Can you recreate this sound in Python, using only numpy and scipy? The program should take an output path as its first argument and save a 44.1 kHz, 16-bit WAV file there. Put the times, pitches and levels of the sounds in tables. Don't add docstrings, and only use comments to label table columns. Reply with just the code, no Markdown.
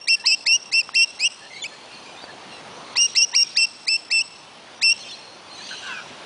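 import sys
import numpy as np
from scipy import signal
from scipy.io import wavfile
from scipy.ndimage import uniform_filter1d, minimum_filter1d, map_coordinates

SR = 44100
rng = np.random.default_rng(int(sys.argv[2]) if len(sys.argv) > 2 else 0)


def nominal_scale(level):
    x = np.asarray(level, float) / 20
    return 10 ** x


def generate_wav(sig):
    pcm = np.round(np.clip(np.atleast_2d(sig).T, -1, 1) * 32767).astype(np.int16)
    wavfile.write(sys.argv[1], SR, pcm)


N = 275625
TOP_HZ = 10300

# start_s, length_s, pitch after the climb_hz, midway_hz, at the end_hz
SHRIEKS = [(0.07, 0.083, 2763, 2680, 2770), (0.248, 0.099, 2680, 2550, 2750),
           (0.454, .11, 2666, 2710, 2886), (.714, 0.1, 2680, 2690, 2760), (0.935, 0.11, 2735, 2695, 2805),
           (1.188, 0.088, 2480, 2600, 2920), (2.954, 0.11, 2758, 2830, 2820),
           (3.148, 0.1, 2786, 2710, 2920), (3.336, 0.096, 2810, 2755, 2800),
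           (3.556, 0.097, 2730, 2670, 2750), (3.867, 0.098, 2653, 2650, 2685),
           (4.099, 0.12, 2680, 2680, 2610), (4.811, .117, 2716, 2685, 2770)]
# first_db, second_db, third partial_db, flutter_hz, final slip_hz
SHRIEK_VOICES = [(-18, -17.5, -33, 426, -75), (-18.5, -18.5, -32, 382, -1), (-17.5, -19.5, -36, 385, -32),
                 (-17.5, -20.5, -34, 430, -260), (-18, -20.5, -32.5, 430, -53),
                 (-16, -26.5, -32, 397, -100), (-20, -18.5, -35.5, 170, -33), (-22, -18, -36.5, 407, -58),
                 (-26.5, -19, -35, 180, 18.5), (-19.5, -18.5, -31, 428, -35), (-20, -21, -32, 190, 76),
                 (-17.5, -22, -30.5, 760, 220), (-18.5, -17.5, -31, 350, 60)]
# flutter_db, rasp_db
SHRIEK_ROUGHNESS = [(-18, -10), (-8, -10), (-24, -10), (-20, -10), (-14, -10), (-11, -11), (-26, -11),
                    (-13, -10), (-24, -10), (-17, -9), (-26, -13), (-26, -14), (-22, -12)]
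# start_hz, climb strength_db, share of the last rise done late in the hold
SHRIEK_MANNERS = [(1850, 0.5, 0.47), (1876, -0.5, 0.71), (1720, -2.5, 0.53), (1880, -2.5, 0.31),
                  (1740, -4, 0.26), (2020, -6, 0.61), (1734, -0.5, 0.26), (1850, 1, 0.4), (1774, 0, 0.83),
                  (1674, -0.5, 0.48), (1920, -0.5, 0.54), (1780, -4, .2), (1713, -0.5, 0.46)]
# after start_s, share of the pitch climb, first_db, second_db, third partial_db
CLIMB = [(0, 0, -44, -48, -60), (.009, .2, -33, -32, -38), (.015, .5, -27, -24, -37),
         (.021, .82, -27, -19, -37)]
# pitch_hz, first_db, second partial_db
THROAT = [(2500, -10, 0), (2733, 3.5, -0.5), (2731, 2.5, -1), (2810, -1.5, 3.5), (2890, 0, 2)]
# upper_db, lower_db, rasp_db, rasp half width_hz, rasp centre_hz
SIDE_TONES = [(-7, -20, -15, 240, 110), (-3, 0, 1, 580, -80), (-3, 3, 2, 560, -60), (0, 0, 0, 500, 0)]
# start_s, peak_db, pitch_hz, t60_s
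BEAK_TICKS = [
    (.891, -14.5, 1230, 0.0068),
    (2.24, -18.5, 650, 0.0079),
    (1.3, -40, 2560, 0.0044),
]
# delay_s, level_db
GROUND_ECHOES = [(.0024, -27.5), (.0047, -19), (.0085, -32.5)]
# start_s, length_s, level_db, overtone step_db
CLUCKS = [
    (0.238, .022, -35.5, -2),
    (2.956, .009, -31.5, 3.5),
    (3.328, 0.0224, -38, .5),
]
# start_s, length_s, start_hz, end_hz, level_db, overtone step_db
LINGERING_SHRIEK = (.001, .072, 2747, 2795, -50.5, 7.5)
# start_s, length_s, start_hz, end_hz, level_db
SQUAWKS = [(1.499, 0.083, 2070, 2113, -44.5), (1.548, 0.059, 2120, 2290, -41),
           (1.619, .022, 3520, 3494, -30.5), (1.632, .016, 3440, 2840, -30), (1.64, 0.017, 2240, 2380, -30),
           (1.652, 0.017, 2500, 2630, -30.5), (2.053, 0.072, 2390, 2400, -49.5),
           (2.148, 0.035, 2450, 2460, -48.5), (2.49, 0.12, 2806, 2650, -49.5),
           (5.041, 0.057, 2680, 2520, -45.5), (5.107, 0.016, 2590, 3330, -41),
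           (5.769, 0.067, 2930, 2890, -49), (5.857, 0.1, 1150, 904, -42.5), (1.884, 0.13, 2760, 2760, -55),
           (2.1, 0.051, 3170, 2890, -54), (1.887, 0.057, 2500, 2440, -55), (3.384, 0.076, 2220, 2510, -46),
           (4.985, .027, 2080, 3000, -52), (3.05, 0.17, 3700, 3530, -57.5)]
# start_s, length_s, start_hz, end_hz, level_db
WHISTLES = [(1.532, 0.075, 4620, 4200, -49), (1.554, 0.08, 3900, 4040, -45), (1.68, 0.068, 4130, 4480, -55),
            (1.93, 0.026, 4500, 4600, -49), (2.171, 0.068, 3600, 3940, -45),
            (2.218, 0.035, 4610, 4570, -43.5), (2.479, .12, 4270, 3920, -52.5),
            (2.703, 0.12, 5700, 6150, -57.5), (2.83, .1, 3970, 4370, -63), (3.494, 0.029, 3200, 3800, -53),
            (4.996, 0.042, 4320, 4180, -45), (5.028, 0.013, 3450, 3430, -42),
            (5.05, 0.055, 3150, 3190, -46.5), (5.08, 0.079, 4350, 4250, -44),
            (5.085, 0.052, 3650, 3380, -39.5), (5.126, 0.027, 3920, 4070, -39),
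            (5.492, 0.082, 4170, 4300, -47.5), (5.55, .087, 3890, 4150, -46), (5.602, .09, 4400, 4730, -45),
            (5.672, 0.13, 4170, 4040, -41.5), (5.68, 0.058, 5850, 6400, -50),
            (5.765, 0.039, 5650, 6150, -48), (5.89, .06, 2720, 2570, -37.5), (5.932, .077, 2560, 2360, -38)]
# start_s, length_s, level_db
COOS = [(0.151, 0.091, -53.5), (1.41, 0.07, -49.5), (1.7, .063, -53), (2.271, 0.046, -45),
        (5.588, 0.038, -49)]
# start_s, length_s, level_db
PEEPS = [(1.358, 0.18, -57), (1.62, 0.27, -55), (1.898, 0.14, -53), (2.28, 0.065, -54.5),
         (4.245, 0.16, -64), (5.154, 0.22, -51)]
# start_s, length_s, start_hz, end_hz, level_db, overtone step_db
CROAKS = [
    (5.705, 0.043, 1566, 1525, -37, -10),
    (5.815, 0.22, 1572, 1445, -39.5, -13),
]
# peak_s, over its rest_db
FLOCK_SWELLS = [(.31, 7), (1.1, 6.5), (1.481, 6), (1.98, 3.5), (2.45, 0), (2.95, -2), (3.1, 12),
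                (3.479, 14), (3.95, 7.5), (4.398, 5), (5.02, 13), (5.71, 15.5), (5.87, 14), (6.05, 8)]
# frequency_hz, level_db
FLOCK_COLOUR = [(1800, -26.5), (2500, 3.5), (3200, 6), (4200, -2), (5000, -7.5), (6500, -8), (8000, -15),
                (10300, -24.5)]
# frequency_hz, level_db
TRAFFIC_COLOUR = [(40, -40), (80, -11), (180, -4.5), (400, -4), (900, -2), (1600, -9), (2200, -9.5),
                  (4200, -12.5), (6000, -17.5), (8000, -28.5), (10500, -17)]
# frequency_hz, level_db
HISS_COLOUR = [(1500, -20), (5000, -12), (8500, -38), (9500, 2), (9950, 51.5), (10300, -15)]


def unit(x):
    return x / np.sqrt(np.mean(np.abs(x) ** 2) + 1e-20)


def tremor(size, hz):
    knots = rng.standard_normal((2, 400))
    place = np.arange(size) * 2 * hz / SR
    swell, shake = (map_coordinates(k, [place], mode="wrap") for k in knots)
    return unit(swell + 1j * shake)


def shrieks():
    out = np.zeros(N)
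    tables = zip(SHRIEKS, SHRIEK_VOICES, SHRIEK_ROUGHNESS, SHRIEK_MANNERS)
    for shriek, (*held_db, flutter_hz, slip_hz), (flutter_db, rasp_db), manner in tables:
        s, pitch, levels = outline(shriek, held_db, slip_hz, manner)
        at = np.arange(int(s[0] * SR), int(s[-1] * SR))
        count = len(at)
        pitch = uniform_filter1d(np.interp(at / SR, s, pitch), size=150)
        pitch *= 1 + .004 * tremor(count, 45).real
        phase = 2 * np.pi * np.cumsum(pitch) / SR
        levels.append(levels[2] - 1.0)

        drift = 1 + .03 * tremor(count, 25).real
        flutter = np.exp(2j * np.pi * np.cumsum(flutter_hz * drift) / SR)
        flutter *= nominal_scale(flutter_db + 3.5 * tremor(count, 45).real)
        bursts = unit(nominal_scale(7 * tremor(count, 70).real))
        bursts *= np.linspace(1.3, .8, count)
        sweep = np.abs(np.gradient(pitch)) * SR / 40000

        for k, (db, (up_db, down_db, noise_db, wide_hz, centre_hz)) in enumerate(zip(levels, SIDE_TONES), 1):
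            size = np.interp(at / SR, s, nominal_scale(db / 2)) ** 2 * (k * pitch < TOP_HZ)
            size *= nominal_scale(.7 * k * tremor(count, 25.5).real)
            shake = nominal_scale(up_db) * flutter
            shake += nominal_scale(down_db) * np.exp(2j * np.pi / 3) * np.conj(flutter)
            rasp = bursts * tremor(count, wide_hz) * np.exp(2j * np.pi * centre_hz * at / SR)
            shake += nominal_scale(rasp_db + noise_db) * rasp
            shake += (0.53 + 0.13 * k) * sweep * tremor(count, 150)
            shake += nominal_scale(-41.5 + 16 * sweep) * tremor(count, 1400)
            out[at] += np.sqrt(2) * size * np.real((1 + shake) * np.exp(1j * k * phase))
    return out


def outline(shriek, held_db, slip_hz, manner):
    s0, length, held_hz, mid_hz, end_hz = shriek
    start_hz, climb_db, late_rise = manner
    climb = [(s0 + s, start_hz + share * (held_hz - start_hz), *np.add(db, climb_db))
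             for s, share, *db in CLIMB]
    top, end = s0 + .029, s0 + length
    close = end - 0.0039 - .045 * abs(slip_hz) / 1e3
    late_hz = mid_hz + late_rise * (end_hz - mid_hz)
    hold = np.array([
        (top, held_hz, -2, 0, -10),
        (top + .45 * (close - top), mid_hz, 0, 0, 0),
        (top + .78 * (close - top), late_hz, 0, 0, 0),
        (close, end_hz, -2, -1, -4),
        (end, end_hz + slip_hz, -3.5, -2, -10.5),
        (end + 0.0045, end_hz + 1.3 * slip_hz, -30, -30, -30)])
    hz, *favour_db = np.transpose(THROAT)
    hold[:, 2:] += held_db
    hold[:, 2:4] += np.transpose([np.interp(hold[:, 1], hz, db) for db in favour_db])
    s, pitch, *levels = np.vstack([climb, hold]).T
    return s, pitch, levels


def beak_ticks():
    out, t = np.zeros(N), np.arange(SR // 20) / SR
    for s, db, hz, t60 in BEAK_TICKS:
        fade_db = -60 * t / t60
        ring = np.sin(2 * np.pi * hz * t)
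        ring += np.sin(2 * np.pi * 2.25 * hz * t) * nominal_scale(fade_db)
        out[int(s * SR):][:len(t)] += nominal_scale(db + 0.5 + fade_db) * ring * (1 - np.exp(-t / 0.00043))
    return out


def notes(table, rasp, rasp_hz):
    out = np.zeros(N)
    for s, length, hz0, hz1, db, step_db in table:
        u = np.linspace(0, 1, int(length * SR))
        pitch = hz0 + (hz1 - hz0) * (3 - 2 * u) * u ** 2
        pitch *= 1 + .008 * tremor(len(u), 40).real
        phase = 2 * np.pi * np.cumsum(pitch) / SR
        blur = rasp * np.clip((-36 - db) / 10, .25, 1)
        size = np.sqrt(2) * nominal_scale(db) * np.sin(np.pi * u) ** 0.5
        size = size * (1 + blur * tremor(len(u), rasp_hz))
        third_db = -1.6 * abs(step_db) - 1.5
        steps = [0, step_db, third_db, third_db - 8]
        tone = sum(nominal_scale(d) * (k * pitch < TOP_HZ) * np.exp(1j * k * phase) for k, d in enumerate(steps, 1))
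        out[int(s * SR):][:len(u)] += np.real(size * tone)
    return out


def lesser_calls():
    coo_hz, peep_hz, squawk_step_db, whistle_step_db = 1750, 4250, -7.5, -20.5
    rows = [(s, length, 870, 1102, db, step) for s, length, db, step in CLUCKS]
    rows += [LINGERING_SHRIEK]
    rows += [(s, length, coo_hz, coo_hz, db, whistle_step_db) for s, length, db in COOS]
    rows += [(s, length, peep_hz, peep_hz, db, whistle_step_db) for s, length, db in PEEPS]
    rows += [(*row, squawk_step_db) for row in SQUAWKS]
    rows += [(*row, whistle_step_db) for row in WHISTLES]
    return notes(rows, rasp=.9, rasp_hz=120) + notes(CROAKS, rasp=4, rasp_hz=200)


def trees(x):
    gap_s, t60_s, level_db = .028, 1.2, -19.5
    t = np.arange(SR) / SR
    decay = nominal_scale(-60 * t / t60_s) + 1.4 * nominal_scale(-60 * t / 0.56)
    lumps = nominal_scale(2.2 * tremor(SR, 45).real)
    tail = rng.standard_normal(SR) * decay * lumps * (t > gap_s)
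    tail = signal.lfilter([1, -.75], 1, tail)
    wet = signal.fftconvolve(x, tail / np.linalg.norm(tail))[:N]
    stir = np.abs(1 + .55 * tremor(N, 75))
    return nominal_scale(level_db + 3) * stir * wet


def twitter(count):
    when, long, pick, off, glide, size = rng.random((count, 6)).T
    favourites_hz = np.array([2500, 2750, 3150, 3900, 4200, 4300, 4650, 5900])
    hz = favourites_hz[(pick * 8).astype(int)] * (.97 + .06 * off)
    start_s, length_s = when * (N / SR - .15), 0.0219 + .05 * long
    end_hz = hz * (.95 + 0.19 * glide)
    rows = np.transpose([start_s, length_s, hz, end_hz, 9 * size - 70, np.full(count, -14.0)])
    return unit(notes(rows, rasp=0.88, rasp_hz=117))


def coloured(points, patchy_db, hz_span, s_span):
    hz, t, z = signal.stft(rng.standard_normal(N), SR, nperseg=512)
    field = uniform_filter1d(rng.standard_normal(z.shape), max(1, int(hz_span / hz[1])), 0)
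    field = uniform_filter1d(field, max(1, int(s_span / t[1])), 1)
    f, db = np.transpose(points)
    shape_db = np.interp(np.log(hz + 1), np.log(f), db, left=-120, right=-120)
    gain = nominal_scale(shape_db[:, None] + patchy_db * unit(field))
    return unit(signal.istft(z * gain, SR, nperseg=512)[1][:N])


def gain_control():
    depth_db, duck_s, recover_s, step_s = 12.5, 0.17, 1.01, .001
    times = np.arange(0, N / SR, step_s)
    loud = sum((times > s) & (times < s + length) for s, length, *_ in SHRIEKS)
    state = [0.96]
    for on in loud[1:]:
        push = on * (1 - state[-1]) / duck_s
        state.append(state[-1] + step_s * (push - state[-1] / recover_s))
    return -depth_db * np.interp(np.arange(N) / SR, times, state)


def background():
    t, gain_db = np.arange(N) / SR, gain_control()
    swells = [db * np.clip(1 - np.abs(t - s) / 0.3, 0, 1) for s, db in FLOCK_SWELLS]
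    swell_db = np.max(swells, axis=0)
    traffic = coloured(TRAFFIC_COLOUR, patchy_db=1.2, hz_span=500, s_span=0.11)
    traffic = nominal_scale(-38.5 + gain_db) * traffic
    chirps = twitter(count=300)
    blur = nominal_scale(-1.5) * coloured(FLOCK_COLOUR, patchy_db=4, hz_span=190, s_span=.06)
    flock = blur + nominal_scale(-6) * (chirps + 11 * trees(chirps))
    flock = nominal_scale(-51.5 + gain_db / 2 + swell_db) * flock
    hiss = nominal_scale(-58) * coloured(HISS_COLOUR, patchy_db=1.5, hz_span=500, s_span=.08)
    return traffic + flock + hiss


def scene():
    far = lesser_calls()
    near = shrieks()
    near = near + sum(nominal_scale(db) * np.roll(near, int(s * SR)) for s, db in GROUND_ECHOES)
    echoes = trees(near + 2.3 * far)
    return (near + far + beak_ticks() + echoes + background())[None]


def starve(x, depth_db, above_hz):
    hz, t, z = signal.stft(x, SR, nperseg=512, noverlap=384)
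    bands = 10 * np.log10(uniform_filter1d(np.abs(z) ** 2, size=7, axis=0).clip(1e-20))
    peak = bands.max(0)
    loudest = -minimum_filter1d(-peak, size=11, origin=-2)
    jump = loudest - peak
    margin_db = bands + 9 * (hz[:, None] > 8800) - loudest + depth_db - .95 * jump
    keep = 1 / (1 + np.exp(-margin_db / 1.5))
    keep = np.where(hz[:, None] > above_hz, keep, 1)
    return signal.istft(z * keep, SR, nperseg=512, noverlap=384)[1][:N]


def top_cut(x):
    return signal.sosfilt(signal.butter(12, 10700, fs=SR, output="sos"), x)


def record(dry):
    x = dry[0] / (1 + np.abs(dry[0] / .7) ** 4) ** .25
    steep = signal.cheby2(12, 60, TOP_HZ + 500, fs=SR, output="sos")
    bass = signal.butter(2, 75, "highpass", fs=SR, output="sos")
    x = signal.sosfilt(np.vstack([steep, bass]), x)
    mix = starve(x, depth_db=50.0, above_hz=2630)[None]
    return top_cut(mix)


dry = scene()
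out = record(dry)
generate_wav(out)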